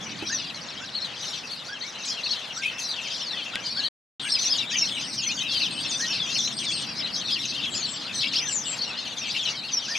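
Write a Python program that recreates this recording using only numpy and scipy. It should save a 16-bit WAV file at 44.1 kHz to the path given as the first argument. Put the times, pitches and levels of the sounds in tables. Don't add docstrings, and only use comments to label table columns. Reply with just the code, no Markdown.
import sys
import numpy as np
from scipy import signal
from scipy.fft import rfft, irfft, next_fast_len
from scipy.io import wavfile
from scipy.ndimage import uniform_filter1d, map_coordinates

SR = 44100
rng = np.random.default_rng(int(sys.argv[2]) if len(sys.argv) > 2 else 0)


def put_to_file(sound):
    columns = np.atleast_2d(sound).T
    safe = np.clip(columns, -1, 1)
    whole_steps = np.round(safe * 32767)
    wavfile.write(sys.argv[1], SR, whole_steps.astype(np.int16))


N = 440118
T = np.arange(N) / SR


def amp(db):
    return 10 ** (np.asarray(db) / 20)


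def unit(x):
    return x / np.sqrt(np.mean(x ** 2) + 1e-20)


def along(points, hz):
    f, v = np.transpose(points)
    return np.interp(np.log(hz + 1), np.log(f + 1), v)


def level_at(rows, t):
    times, levels = np.transpose(rows)
    return np.interp(t, times, levels)


def wobble(rate):
    knots = rng.standard_normal(int(N * rate / SR) + 4)
    return map_coordinates(knots, [np.arange(N) * rate / SR])


def shake(rate, size):
    knots = rng.standard_normal(int(size * rate / SR) + 2)
    return np.interp(np.arange(size) * rate / SR, np.arange(len(knots)), knots)


def filtered(x, response):
    m = next_fast_len(N + SR // 2)
    hz = np.fft.rfftfreq(m, 1 / SR)
    return irfft(rfft(x, m) * response(hz), m)[..., :N]


def rush(spectrum, side_db):
    noise = rng.standard_normal((2, N))
    mid, side = filtered(noise, lambda hz: amp(along(spectrum, hz)))
    side = amp(side_db) * side
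    return unit(np.array([mid + side, mid - side]))


def add(out, start, sound, pan_db):
    part = out[:, round(start * SR):][:, :len(sound)]
    part += amp([[pan_db / 2], [-pan_db / 2]]) * sound[:part.shape[1]]


def note(length, hz, db, edge, rough_db, waver, trill=0, octave_db=-33):
    u = np.linspace(-1, 1, max(round(length * SR), 8))
    slope = (hz[2] - hz[0]) / 2
    bend = (hz[0] + hz[2]) / 2 - hz[1]
    pitch = hz[1] + slope * u + bend * u ** 2
    pitch = pitch * (1 + waver * shake(110, len(u)))
    beat = trill * (1 - u) * np.sin(2 * np.pi * 168 * T[:len(u)])
    phase = 2 * np.pi * (np.cumsum(pitch) / SR + rng.random()) + 3.2 * beat
    swell = np.clip((1 - abs(u)) / edge, 0, 1)
    size = amp(db + rough_db * shake(250, len(u))) * swell * (1 + beat)
    return size * (np.sin(phase) + amp(octave_db) * np.sin(2 * phase))


def leaves(x):
    t = T[:SR // 4]
    tail = rng.standard_normal((2, len(t))) * amp(-60 * t / 0.098)
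    tail = tail + tail.mean(axis=0)
    return signal.fftconvolve(x, tail / np.linalg.norm(tail[0]), axes=1)[:, :N]


# (time [s], level [dB])
SURF = [(0, -44), (1.3, -52), (4, -49.5), (5.5, -44), (7.2, -44.5), (9.98, -51)]
# (frequency [Hz], relative level [dB])
RUMBLE = [(25, -33), (75, -14), (125, -3), (230, -1), (310, -4.5), (450, -18), (900, -62.5)]
# (frequency [Hz], relative level [dB])
WASH = [(60, -75), (250, -18), (500, -2.5), (2000, -4), (5000, -12), (8000, -23.5), (12500, -57),
        (15500, -37.5)]


def surf():
    rumble_db = level_at(SURF, T) + 1.2 * wobble(5)
    wash_db = -43 + .7 * wobble(3) + 1.1 * wobble(14)
    rumble = amp(rumble_db) * rush(RUMBLE, side_db=-10)
    wash = amp(wash_db) * rush(WASH, side_db=-6.5)
    return rumble + wash


# (time [s], level [dB])
MURMUR = [(0, -39), (2, -39.5), (4.3, -35)]
# (start [s], length [s], level [dB])
BOUTS = [(0.267, 0.19, -35.5), (1.211, 0.15, -35), (2.053, 0.073, -31), (2.239, 0.13, -33),
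         (2.569, 0.092, -33.5), (2.817, .15, -31.5), (3.08, 0.1, -32.5), (3.661, 0.47, -36),
         (4.285, 0.28, -29), (4.724, 0.13, -28.5), (4.919, 0.1, -33), (5.189, 0.26, -31.5),
         (5.496, 0.14, -30.5), (5.787, 0.13, -33), (6.008, 0.16, -29.5), (6.319, 0.12, -28),
         (6.585, 0.23, -34), (7.153, .35, -32.5), (7.526, 0.17, -34), (8.172, 0.2, -28),
         (9.286, 0.23, -30.5), (9.901, 0.1, -29)]
RISE_DB_PER_S, FALL_DB_PER_S = 248.5, 151


def chatter_db(t):
    power = amp(2 * level_at(MURMUR, t))
    for start, length, db in BOUTS:
        rise = RISE_DB_PER_S * np.maximum(start - t, 0)
        fall = FALL_DB_PER_S * np.maximum(t - start - length, 0)
        power = power + amp(2 * (db - rise - fall))
    return 10 * np.log10(power)


# (frequency [Hz], relative level [dB])
REACH = [(1300, -19), (2600, -1.5), (6000, -5.5), (7600, -12.5), (13000, -29.5)]


def crowd():
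    out = np.zeros((2, N))
    draws = rng.standard_normal((1350, 7))
    starts = np.sort(rng.random(len(draws))) * (N - 1) / SR
    rising_db = chatter_db(starts + .03) - chatter_db(starts - .03)
    middles = 4300 * np.exp(0.026 * rising_db)
    for start, middle, (height, opening, ending, duration, nearness, place, split) in zip(starts, middles, draws):
        top = np.clip(middle * np.exp(.27 * height), 2700, 6200)
        first_half = top * np.exp([-.07 + .17 * opening, 0, -.2 + .16 * ending])
        second_half = first_half * np.exp(.15 * split)
        length = .047 * np.exp(.42 * duration)
        db = 5 * min(nearness, 1.5)
        pair = sum(note(length, hz, db, .5, 4, .024, trill=.07, octave_db=-14)
                   for hz in (first_half, second_half))
        add(out, start, pair, 0.17 + 0.5 * place)
    out = filtered(out, lambda hz: amp(along(REACH, hz)))
    out = out + amp(-5.5) * leaves(out)
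    running_power = uniform_filter1d(np.mean(out ** 2, axis=0), 4000)
    running = np.sqrt(abs(running_power) + 1e-9)
    return amp(chatter_db(T)) * out / running


def knocks():
    out, t = np.zeros((2, N)), T[:SR // 20]
    crack = uniform_filter1d(rng.standard_normal(len(t)), size=3)
    scuff = uniform_filter1d(rng.standard_normal(len(t)), size=36)
    scuff = scuff - uniform_filter1d(scuff, size=200)
    snap = np.sin(2 * np.pi * (1900 * t + 3 * (1 - np.exp(-t / 0.00083))))
    snap = amp(-16 - 60 * t / .02) * snap + amp(-17 - 60 * t / .004) * crack
    bump = amp(-29 - 60 * t / .1) * (np.sin(2 * np.pi * 330 * t) + 4.5 * scuff)
    add(out, 3.556, snap, 0)
    add(out, .224, bump, -2.5)
    return out


# (start [s], level [dB])
RASPS = [(1.194, -50), (1.488, -46), (2.62, -47.5), (2.764, -42.5)]
# (frequency [Hz], relative level [dB])
THROAT = [(200, -84.5), (2000, -0.5), (6000, -8.5), (11500, -8), (15000, -26.5)]
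RASP_S = 0.097


def rasps():
    size = amp(chatter_db(T) - 22 + 3 * wobble(25))
    for start, db in RASPS:
        progress = np.clip((T - start) / RASP_S, 0, 1)
        size = size + amp(db) * np.sin(np.pi * progress) ** 2
    return size * amp(2.74 * wobble(70)) * rush(THROAT, side_db=-3.5)


# (start [s], top pitch [Hz], level [dB])
WHOOPS = [(.293, 1820, -31.5), (0.797, 1584, -41.5), (1.681, 1650, -38), (1.82, 2240, -39.5),
          (2.562, 1570, -39), (2.628, 2542, -27.5), (3.314, 1980, -43), (3.529, 1606, -38),
          (3.758, 1676, -38.5), (4.237, 1680, -39), (4.708, 1947, -37.5), (5.256, 2440, -36),
          (5.991, 1856, -33), (9.877, 1820, -34.5)]
WHOOP_S = 0.0658


def whoops():
    out = np.zeros((2, N))
    far = rng.random((30, 2)) * [N / SR, 1000] + [0, 1500]
    for start, hz, db in [*WHOOPS, *((start, hz, -48) for start, hz in far)]:
        add(out, start, note(WHOOP_S, (.8 * hz, .985 * hz, 0.996 * hz), db, .25, 2.5, .008), -1.5)
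    return out


# (start [s], level [dB])
SEEPS = [(4.213, -40), (4.879, -50.5), (5.037, -49), (5.708, -44.5), (5.873, -47.5), (6.525, -43.5),
         (6.701, -44)]
SEEP_S, SEEP_HZ = 0.13, 8345


def seeps():
    out = np.zeros((2, N))
    hz = SEEP_HZ * np.array([1.025, 1, 1.005])
    for start, db in SEEPS:
        add(out, start, note(SEEP_S, hz, db, 0.031, 3.9, 0.007), 4)
    return out


# (start [s], level [dB])
BUZZES = [(7.69, -27), (8.473, -20.5)]
# (delay [s], length [s], start [Hz], middle [Hz], end [Hz], level within the buzz [dB])
BUZZ_PARTS = [(0, 0.18, 7600, 7000, 5110, -3.5), (0.161, 0.14, 7600, 7580, 7440, -8.5)]


def buzzes():
    out = np.zeros((2, N))
    for start, db in BUZZES:
        for delay, length, *hz, part_db in BUZZ_PARTS:
            add(out, start + delay, note(length, hz, db + part_db, 1.0, 2.1, 0.0078, trill=0.4), 4)
    return out


# (start [s], reference pitch [Hz], level [dB])
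FALLS = [(0.04, 6040, -39.5), (0.314, 6180, -27.5), (1.242, 6040, -34.5), (3.365, 3405, -32),
         (4.3, 5400, -24), (4.763, 5900, -21.5), (5.208, 6480, -32.5), (5.882, 6500, -30.5),
         (6.059, 5870, -32), (6.18, 3580, -27.5), (6.38, 5960, -32), (6.641, 3635, -27.5),
         (7.269, 3546, -27.5), (7.61, 3560, -29.5), (9.369, 3600, -30.5), (9.44, 3056, -30.5),
         (9.168, 6020, -34.5), (9.714, 6000, -24.5)]
FALL_SHAPE = (1.1, 0.95, .92)
# (start [s], reference pitch [Hz], level [dB])
ARCHES = [(0.267, 6020, -31), (.335, 4520, -45), (.945, 4630, -28.5), (1.011, 4410, -28),
          (1.5, 4750, -34.5), (1.805, 4420, -31), (2.075, 5650, -32), (2.229, 4580, -25.5),
          (2.297, 4510, -27.5), (3.654, 4970, -29), (3.762, 4590, -26.5), (3.829, 4470, -25.5),
          (4.492, 5350, -21.5), (4.572, 4070, -25), (5.17, 5560, -31), (5.54, 4900, -27),
          (5.595, 5000, -30), (6.34, 5480, -30.5), (6.435, 4220, -28), (6.535, 5040, -42),
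          (6.716, 4790, -31), (6.97, 5490, -30), (7.02, 4170, -28), (7.125, 5170, -31),
          (7.306, 5070, -25.5), (7.735, 5160, -29), (7.819, 4630, -27.5), (8.188, 4640, -29.5),
          (8.355, 5650, -23), (8.805, 4590, -25), (8.965, 4395, -33.5), (9.275, 4780, -34)]
ARCH_SHAPE = (0.8, 0.98, 0.74)
# (start [s], middle pitch [Hz], level [dB])
RISES = [(4.273, 4220, -36), (8.228, 4080, -31.5), (8.331, 4050, -26.5)]
RISE_SHAPE = (0.34, 1, 1.3)
# (start [s], length [s], start [Hz], middle [Hz], end [Hz], level [dB])
GLIDES = [(2.009, 0.084, 6900, 5600, 4260, -40), (2.68, 0.18, 2655, 2630, 2620, -39),
          (3.186, 0.23, 6430, 4050, 2680, -33), (4.387, 0.052, 5960, 6050, 6200, -26.5),
          (4.434, 0.057, 5450, 5700, 6420, -23.5), (5.055, 0.18, 2150, 2380, 2470, -52),
          (5.396, 0.18, 2460, 2660, 2850, -37.5), (5.445, 0.16, 4070, 3334, 3006, -30.5),
          (5.607, 0.079, 4490, 3540, 2400, -26), (5.842, 0.15, 3520, 3530, 3620, -32.5),
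          (6.381, 0.037, 3860, 3480, 3740, -23), (6.89, 0.22, 2540, 2150, 1890, -47),
          (8.352, 0.17, 3390, 1994, 1630, -40.5), (8.404, 0.11, 5620, 6160, 5480, -29),
          (8.795, 0.14, 5070, 5370, 5300, -42)]
FALL_S, ARCH_S, RISE_S = .085, .05, .04


def whistles():
    out = np.zeros((2, N))
    calls = [(start, length, hz, db) for start, length, *hz, db in GLIDES]
    kinds = [(FALLS, FALL_S, FALL_SHAPE), (ARCHES, ARCH_S, ARCH_SHAPE), (RISES, RISE_S, RISE_SHAPE)]
    for rows, length, shape in kinds:
        calls += [(start, length, hz * np.array(shape), db) for start, hz, db in rows]
    for start, length, hz, db in calls:
        shortness = ARCH_S / length
        add(out, start, note(length, hz, db, .4, 3.5, .016 * shortness, trill=.06 * shortness), 1.5)
    return out


def soloists():
    calls = whoops() + seeps() + buzzes() + whistles()
    return calls + amp(-3.5) * leaves(calls)


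def scene():
    return surf() + crowd() + knocks() + rasps() + soloists()


# (frequency [Hz], left over right [dB])
SIDES = [(100, -2.5), (700, -4.5), (2800, 5), (6000, 1), (10000, 3), (14000, -6)]
# start [s], end [s]
SILENCE = (3.887, 4.1955)
TOP_HZ = 15700


def record(dry):
    sides = filtered(dry, lambda hz: amp(np.outer([.5, -.5], along(SIDES, hz))))
    outside = np.maximum(SILENCE[0] - T, T - SILENCE[1])
    kept = np.clip(outside / .002, 0, 1)
    return filtered(sides * kept, lambda hz: (hz < TOP_HZ) / (1 + (hz / 13000) ** 8))


dry = scene()
out = record(dry)
put_to_file(out)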